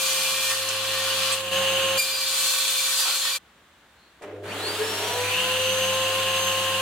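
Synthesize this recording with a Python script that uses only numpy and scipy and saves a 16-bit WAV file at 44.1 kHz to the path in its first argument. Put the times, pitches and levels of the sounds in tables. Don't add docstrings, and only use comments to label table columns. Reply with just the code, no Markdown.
import sys
import numpy as np
from scipy import signal
from scipy.fft import rfft, irfft, next_fast_len
from scipy.io import wavfile
from scipy.ndimage import map_coordinates

SR = 44100
rng = np.random.default_rng(int(sys.argv[2]) if len(sys.argv) > 2 else 0)


def unload_audio(sound):
    columns = np.transpose(np.atleast_2d(sound))
    steps = np.round(np.clip(columns, -1, 1) * 32767)
    wavfile.write(sys.argv[1], SR, steps.astype(np.int16))


N = 300321
SIZE = next_fast_len(N, real=True)
TIME, BINS = np.arange(N) / SR, np.fft.rfftfreq(SIZE, 1 / SR)

MAINS_HZ = 50
STOP_S, SWITCH_ON_S, TURN_S, CUTOUT_S = 3.37, 4.212, 4.428, 5.24

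# time in s, blade ring in dB, chip spray in dB.
CUT_ENVELOPES = [
    [(0.0, -27.5, -27), (.4, -27.5, -30.5), (.51, -27, -27.5), (.58, -31, -33), (.79, -30.5, -37.5),
     (.89, -30, -34.5), (1.32, -25.5, -32.5), (1.36, -32.5, -35), (1.42, -36, -46)],
    [(1.975, -31, -31.5), (2.14, -30.5, -34.5), (2.45, -26.5, -26.5), (2.78, -28.5, -29.5),
     (3.0, -26.5, -25.5), (3.1, -24.5, -29.5), (3.2, -29.5, -30), (3.27, -25.5, -30), (3.378, -31, -34.5)],
]
# frequency in Hz, correlation.
STEREO_CORRELATION = [(100, 1), (400, 0.99), (1000, 0.83), (2000, 0.64), (3000, 0.36), (5500, 0.22),
                      (9000, 0.04), (15000, 0.046)]


def amp(db):
    return 10 ** (np.asarray(db) / 20)


def unit(x):
    return x / np.sqrt(np.mean(x ** 2) + 1e-20)


def curves(rows):
    times_s, *columns = np.transpose(rows)
    return [np.interp(TIME, times_s, column) for column in columns]


def level(rows):
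    return amp(curves(rows)[0])


def gate(start_s, rise_s, end_s=np.inf, fall_s=1):
    return np.clip((TIME - start_s) / rise_s, 0, 1) * np.clip(1 - (TIME - end_s) / fall_s, 0, 1)


def since(start_s):
    return np.maximum(TIME - start_s, 0)


def wander(rate_hz):
    knots = rng.standard_normal(size=4096)
    coarse_s = TIME[::32]
    smooth = map_coordinates(knots, [coarse_s * rate_hz * 2], order=2, mode="wrap")
    return np.interp(TIME, coarse_s, unit(smooth))


def spectrum(points):
    hz, value = np.transpose(points)
    return np.interp(np.log(BINS + 1), np.log(hz + 1), value)


def shaped(x, response):
    return irfft(rfft(x, SIZE) * response, SIZE)[:, :N]


def mode(hz, width_hz):
    return 1 / (1 + 2j * (BINS - hz) / width_hz)


def reflections(wet_db, t60_s):
    echoes = rng.standard_normal(N) * np.exp(-np.log(1000) * np.minimum(TIME / t60_s, 10))
    echoes *= TIME > .004
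    return 1 + amp(wet_db) * rfft(echoes / np.linalg.norm(echoes), SIZE) * BINS / (BINS + 400)


def noise(response):
    a, b = rng.standard_normal((2, len(BINS))) + 1j * rng.standard_normal((2, len(BINS)))
    correlation = np.clip(spectrum(STEREO_CORRELATION), -1, 1)
    mid, side = a * np.sqrt(1 + correlation), b * np.sqrt(1 - correlation)
    return unit(irfft(np.array([mid + side, mid - side]) * response, SIZE)[:, :N])


def band(length_s, hz, width_hz):
    size = round(length_s * SR)
    a, b = rng.standard_normal((2, 2 * SR))[:, :size]
    correlation = np.clip(np.interp(hz, BINS, spectrum(STEREO_CORRELATION)), -1, 1)
    mid, side = a * np.sqrt(1 + correlation), b * np.sqrt(1 - correlation)
    colour = np.exp(-.5 * ((np.fft.rfftfreq(size, 1 / SR) - hz) / width_hz) ** 2)
    return unit(irfft(rfft([mid + side, mid - side]) * colour, size))


def phase(hz):
    return 2 * np.pi * np.cumsum(hz * np.ones(N)) / SR


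def tone(angle, flutter, rate_hz, spread_rad):
    size = 1 + flutter * wander(rate_hz)
    start_rad = 2 * np.pi * rng.random()
    offsets_rad = np.array([spread_rad * (side + flutter * wander(rate_hz)) for side in (.5, -.5)])
    return unit(size * np.cos(start_rad + angle + offsets_rad))


def add(mix, start_s, sound):
    part = mix[:, round(start_s * SR):][:, :sound.shape[1]]
    part += sound[:, :part.shape[1]]


def cut(sheet):
    # frequency in Hz, scrape density in dB.
    scrape_colour = [(100, -35), (300, -21.5), (700, -14.5), (1100, -5), (2000, -9), (2500, -0.5),
                     (3400, 5), (4400, 3), (5500, -2), (6900, 1), (9000, -1.5), (12000, -4.5), (15500, -11)]
    # frequency in Hz, width in Hz, dB over the scrape on the small sheet, on the long sheet.
    blade_modes = [(1141, 20, 9, 5), (1529, 16, -6, 9), (1831, 14, 6, 0), (1990, 16, 3, 0),
                   (2449, 18, 3, -4), (2606, 16, 4, -4), (2643, 22, 6, 2), (2993, 20, 0, -10),
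                   (3110, 22, 0, -5), (3335, 26, 6, 4), (3566, 26, 2, 6), (4152, 20, 10, 6),
                   (4229, 11, 7, 14), (4514, 22, 5, -5), (4750, 18, 2, 3), (4942, 16, 4, -6),
                   (5145, 26, 6, 4), (5770, 40, -2, -6), (5943, 40, -8, 1), (6185, 20, 1, 3),
                   (7010, 60, -1, -2), (8040, 60, -2, -1), (8330, 24, -2, 3), (8920, 30, 2, -6),
                   (9286, 24, -3, 1), (9580, 36, 3, -3), (9959, 24, -2, 2), (10660, 36, -1, -1),
                   (10960, 36, -4, 0), (11876, 60, -12, 0)]
    # offsets in dB for drumming, ring and spray.
    offsets_db = [(-8.5, -1, 1.2), (-10.5, -0.15, 1.5)]
    chips_per_s, chip_decay_s, crossovers_hz = 260, 0.00066, (2100, 5300)
    envelope = CUT_ENVELOPES[sheet]
    start_s, end_s = envelope[0][0], envelope[-1][0]
    contact = np.interp(TIME, [start_s - .004, start_s, end_s - .01, end_s + 0.0081], [0, 1, 1, 0])
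    impulses = (rng.random(N) < chips_per_s / SR) * np.minimum(rng.exponential(1, N), 4)
    chips = signal.lfilter([1], [1, -np.exp(-1 / (chip_decay_s * SR))], impulses)
    bites = amp(0.52 * wander(40)) * (1 + 0.29 * chips)
    scrape = noise(1) * bites
    ring = 1 + sum(amp(db[sheet]) * mode(hz, width_hz) for hz, width_hz, *db in blade_modes)
    body = amp(spectrum(scrape_colour)) * ring * reflections(wet_db=-2.5, t60_s=0.11)
    above_sheet, above_blade = (1 / (1 + (hz / (BINS + 1)) ** 12) for hz in crossovers_hz)
    ring_db, spray_db = curves(envelope)
    bands = [(1 - above_sheet, ring_db), (above_sheet - above_blade, ring_db), (above_blade, spray_db)]
    return contact * sum(amp(db + offset_db) * unit(shaped(scrape, body * share))
                         for (share, db), offset_db in zip(bands, offsets_db[sheet]))


def squeal():
    # start in s, end in s, pitch in Hz, pitch sag in Hz, level in dB, fade in dB.
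    spells = [(0, 0.507, 2398, 2, -39, -2), (.56, 1.36, 2380, -1, -46, -5),
              (1.977, 2.011, 2405, 20, -24.5, 5), (2.013, 2.403, 2405, 50, -35, 9),
              (2.408, 2.916, 2364, 0, -41.5, 0.5), (3.046, 3.171, 2403, 21, -39, 2),
              (3.299, 3.364, 2375, 1.5, -39, -2)]
    # harmonic number, dB on the small sheet, dB on the long sheet.
    partials = [(1, 2, 1.5), (2, -22, 0), (3, -12, -2.5), (4, -10, -4.5), (5, -7, -7), (6, -17, -8)]
    rise_s, fall_s = 0.0041, .015
    hz, envelope = np.zeros(N), np.zeros(N)
    for start_s, end_s, pitch_hz, sag_hz, db, fade_db in spells:
        progress = np.clip((TIME - start_s) / max(end_s - start_s, .01), 0, 1)
        hz = np.where(TIME >= start_s, pitch_hz - sag_hz * progress, hz)
        spell = amp(db - fade_db * progress) * gate(start_s, rise_s, end_s, fall_s)
        envelope = np.maximum(envelope, spell)
    long_sheet = TIME > CUT_ENVELOPES[0][-1][0] + .2
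    slip_hz = np.where(long_sheet, 23, 6) * wander(130)
    angle = phase(hz + slip_hz)
    stack = sum(amp(np.where(long_sheet, long_db, small_db))
                * tone(round(k) * angle, flutter=0.33, rate_hz=45, spread_rad=0.63)
                for k, small_db, long_db in partials)
    stutter_db = np.where(long_sheet, 2.8, 1.4) * wander(45)
    return envelope * amp(stutter_db) * stack


def singing():
    # start in s, end in s, frequency in Hz, width in Hz, level in dB.
    spells = [(.42, .66, 1831, 14, -39.5), (.8, 1.12, 1831, 14, -40), (0, 1.35, 4155, 14, -42),
              (2.0, 2.44, 4768, 10, -33), (2.22, 2.46, 9290, 22, -43), (2.24, 2.46, 8330, 18, -44),
              (2.25, 3.2, 3568, 12, -35.5), (2.1, 2.9, 2635, 25, -41), (2.92, 3.1, 4746, 10, -30.5),
              (3.13, 3.38, 7060, 30, -39), (3.04, 3.17, 1400, 40, -38.5), (2.89, 3, 1529, 20, -43),
              (3.21, 3.33, 1835, 25, -42.5), (3.94, 4.15, 4220, 170, -64), (4.47, 4.53, 4480, 130, -47),
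              (4.48, 4.56, 2620, 100, -44), (4.77, 4.96, 1700, 60, -40), (4.93, 5.3, 660, 90, -38)]
    out = np.zeros((2, N))
    for start_s, end_s, hz, width_hz, db in spells:
        swing = signal.hilbert(band(max(end_s - start_s, .02), hz, width_hz))
        steady = unit(swing.real / (abs(swing) + .5))
        add(out, start_s, amp(db) * steady * signal.windows.tukey(steady.shape[1], .8))
    return out


def running_gain(part):
    # time in s, heard level in dB.
    heard_db = [(0, -8.5), (.45, -10), (.95, -5.5), (1.51, -6), (1.53, 0.5), (1.975, 0), (1.995, -11.5),
                (3.37, -18.5)]
    parts = {"drone": (-29, 1.15), "octave": (-36, 1.25), "whistle": (-40.5, 1.9), "rush": (-27.5, 1),
             "howl": (-27.5, 1.33)}
    free_db, slope = parts[part]
    return amp(free_db + slope * curves(heard_db)[0]) * gate(-0.89, 1, STOP_S, .012)


def spin_up():
    quick_share, quick_s, slow_s = .54, .102, .408
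    quick = quick_share * np.exp(-since(TURN_S) / quick_s)
    slow = (1 - quick_share) * np.exp(-since(TURN_S) / slow_s)
    return np.clip(1 - quick - slow, 0, 1)


def sweep_gain(hz, peaks):
    power = sum(amp(db) ** 2 / (1 + (1.1 * (hz - centre_hz) / width_hz) ** 2) ** 2
                for centre_hz, width_hz, db in peaks)
    return np.sqrt(power) * gate(TURN_S, 0.054)


def tooth_rate():
    # time in s, rate in Hz.
    running_hz = [(0, 6374), (1.1, 6387), (1.51, 6385), (1.53, 6415), (1.97, 6413), (2.5, 6385),
                  (3.38, 6362)]
    top_hz = 6364
    return np.where(TIME < SWITCH_ON_S, curves(running_hz)[0], top_hz * spin_up())


def fan_drone(teeth_hz):
    # multiple of the fan tone, level in dB re the octave.
    overtones = [(1.375, -13), (1.621, -16), (1.817, -21.5), (3, -13), (3.999, -30)]
    # frequency in Hz, width in Hz, peak in dB.
    drone_peaks = [(333, 240, -45.5), (430, 5.5, -23), (494, 5.5, -29.5), (520.5, 11.5, -28)]
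    octave_peaks = [(983, 55, -36.5), (1022, 5.8, -33.5), (1050, 5.6, -33.5), (1059, 6.4, -33)]
    teeth_per_cycle = 12
    fan_hz = teeth_hz / teeth_per_cycle
    angle = phase(fan_hz)
    left_db = np.where(TIME < SWITCH_ON_S, -1.8, .4)
    drone = tone(angle, flutter=0.0096, rate_hz=32, spread_rad=.5) * amp([left_db, -left_db])
    upper = tone(2 * angle, flutter=0.12, rate_hz=15, spread_rad=0.12)
    for multiple, db in overtones:
        upper += amp(db) * tone(multiple * angle, flutter=0.15, rate_hz=10, spread_rad=0.39)
    return (drone * (running_gain("drone") + sweep_gain(fan_hz, drone_peaks))
            + upper * (running_gain("octave") + sweep_gain(2 * fan_hz, octave_peaks)))


def tooth_whistle(teeth_hz):
    # frequency in Hz, width in Hz, peak in dB.
    peaks = [(2740, 310, -34.5), (4400, 290, -31.5), (5640, 680, -40.5), (6254, 62, -36.5),
             (6343, 3.7, -32.5)]
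    rest_flutter_db = 4.5
    angle, speed = phase(teeth_hz), teeth_hz / teeth_hz.max()
    shudder_rad = (.2 + 3.6 * (1 - speed)) * wander(130)
    whistle = tone(angle + shudder_rad, flutter=0.18, rate_hz=30, spread_rad=1.44)
    whistle += amp(-10) * speed * tone(2 * angle + shudder_rad, flutter=0.22, rate_hz=40, spread_rad=1.3)
    whistle *= amp(rest_flutter_db * (1 - speed) * wander(45))
    return whistle * (running_gain("whistle") + sweep_gain(teeth_hz, peaks))


def air_rush(walls):
    # frequency in Hz, density in dB.
    colour = [(40, -34), (130, -8.5), (280, -9), (420, 0), (600, -4.5), (1000, -0.5), (1700, 2.5),
              (2050, -2), (3000, 4.5), (4450, 0), (5000, -7), (5900, -9.5), (6600, -4.5), (9500, -6),
              (15500, -14.5)]
    top_db, rest_drop_db = -28, 25.5
    starting = amp(top_db - rest_drop_db * (1 - spin_up()) ** 1.36) * gate(TURN_S - .01, 0.021)
    return (running_gain("rush") + starting) * noise(amp(spectrum(colour)) * walls) * amp(.5 * wander(50))


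def gullet_howl(walls):
    howl_hz, width_hz, slide_hz, boom_hz = 2890, 670, 750, 186
    full_s, rise_s, settle_s = 5.39, .22, 0.17
    settled_db, overshoot_db = -29, 4.5
    onset = gate(full_s - rise_s, rise_s)
    starting = onset * amp(settled_db + overshoot_db * np.exp(-since(full_s) / settle_s))
    flat_hz = slide_hz * (1 - onset) * (TIME > SWITCH_ON_S)
    hollow = signal.hilbert(noise(abs(mode(howl_hz, width_hz)) ** 3 * walls), SIZE)[:, :N]
    howl = (hollow * np.exp(1j * phase(25 * wander(60) - flat_hz))).real
    boom = amp(-20.5) * tone(phase(boom_hz), flutter=0.47, rate_hz=10, spread_rad=0.11)
    return (running_gain("howl") + starting) * (amp(1.2 * wander(30)) * howl + boom)


def motor_hum():
    # time in s, level in dB.
    running_db = [(0, -59), (.4, -56.5), (.8, -49), (1.5, -50.3), (1.55, -47), (1.975, -46.5), (2, -60),
                  (3.37, -69)]
    start_db, at_speed_db, swing_db = -46.5, -44, 6
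    rise_s, sag_after_s, swing_s = 0.2, 0.2, 0.085
    surge, sag = (np.exp(-((TIME - s) / swing_s) ** 2) for s in (CUTOUT_S, CUTOUT_S + sag_after_s))
    hum_db = start_db + (at_speed_db - start_db) * gate(CUTOUT_S, sag_after_s) + swing_db * (surge - sag)
    envelope = level(running_db) * gate(-1, 1, STOP_S, .012) + amp(hum_db) * gate(SWITCH_ON_S, rise_s)
    return envelope * tone(phase(2 * MAINS_HZ), flutter=0.016, rate_hz=24, spread_rad=.01)


def workshop():
    # frequency in Hz, density in dB.
    colour = [(25, -38), (35, -26), (66, -8), (95, -16.5), (200, -15.5), (450, -17.5), (600, -18.5),
              (1600, -15.5), (2300, -20.5), (3700, -21), (5200, -31), (7500, -30), (11000, -36.5),
              (15500, -38)]
    # time in s, gain in dB.
    scene_db = [(1.97, -4.5), (2, -11), (3.37, -19), (3.39, -1.5)]
    return amp(-55) * noise(amp(spectrum(colour))) * level(scene_db)


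def knocks():
    # start in s, level in dB, centre in Hz, width in Hz, 60 dB decay time in s.
    bursts = [(0.504, -32.5, 1970, 865, 0.22), (0.686, -22, 6800, 2300, 0.07), (1.321, -24, 8250, 350, .14),
              (1.325, -27, 7500, 4000, 0.065), (3.05, -36, 950, 232, 0.33), (4.21, -41, 560, 170, 0.065),
              (4.218, -48, 1200, 1000, 0.19), (4.22, -50, 6000, 4000, 0.17), (5.925, -33, 845, 180, 0.11)]
    rise_s = 0.0012
    out = np.zeros((2, N))
    for start_s, db, hz, width_hz, t60_s in bursts:
        burst = band(.5, hz, width_hz)
        age_s = TIME[:burst.shape[1]]
        add(out, start_s, amp(db - 60 * age_s / t60_s) * (1 - np.exp(-age_s / rise_s)) * burst)
    return out


def winding_growl():
    # multiple of the mains, level in dB.
    harmonics = [(4, -22), (6, -14.5), (8, -6.5), (10, -10.5), (12, -9), (14, -24)]
    # frequency in Hz, width in Hz, level in dB.
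    cabinet_modes = [(298, 18, -17), (354, 50, -8), (431.2, 26, 3), (557, 28, -8), (648, 190, -13.5)]
    rise_s, fall_s = .025, 0.15
    mains = phase(MAINS_HZ)
    buzz = sum(amp(db) * tone(round(k) * mains, flutter=0.43, rate_hz=6.2, spread_rad=0.05)
               for k, db in harmonics)
    cabinet = noise(sum(amp(db) * mode(hz, width_hz) ** 2 for hz, width_hz, db in cabinet_modes))
    return amp(-38) * gate(SWITCH_ON_S, rise_s, CUTOUT_S - fall_s, fall_s) * (buzz + amp(-2) * cabinet)


def cabinet_rattle():
    # frequency in Hz, density in dB.
    colour = [(60, -31), (200, -3.5), (350, -6), (700, 0.5), (1200, -1.5), (1800, -2.5), (2200, -4.5),
              (3200, -10.5), (4500, -24), (6000, -26), (15000, -38)]
    jolt_db, decay_db_per_s = -41, 80
    speed = spin_up()
    jolt = amp(jolt_db - decay_db_per_s * since(SWITCH_ON_S)) * gate(SWITCH_ON_S, 0.016)
    pull = amp(-29.5) * (0.1 + speed) * (1 - speed) ** 0.4 * gate(TURN_S, 0.013)
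    shake = amp(1.5 * wander(60))
    return (jolt + pull) * shake * noise(amp(spectrum(colour)) * reflections(wet_db=-4.5, t60_s=0.15))


def scene():
    mix = cut(sheet=0) + cut(sheet=1) + workshop()
    mix += motor_hum() + winding_growl() + cabinet_rattle()
    teeth_hz = tooth_rate()
    mix += fan_drone(teeth_hz) + tooth_whistle(teeth_hz)
    walls = reflections(wet_db=-5.5, t60_s=0.1)
    mix += air_rush(walls) + gullet_howl(walls)
    return mix + squeal() + singing() + knocks()


def record(dry):
    left_treble_db, cutoff_hz = 1.0, 15900
    tilt = amp(left_treble_db * np.array([[.5], [-.5]]) * BINS / (BINS + 4000))
    lowpass = signal.firwin(511, cutoff_hz, window=("kaiser", 9), fs=SR)
    return signal.oaconvolve(shaped(dry, tilt), lowpass[None], "same")


dry = scene()
out = record(dry)
unload_audio(out)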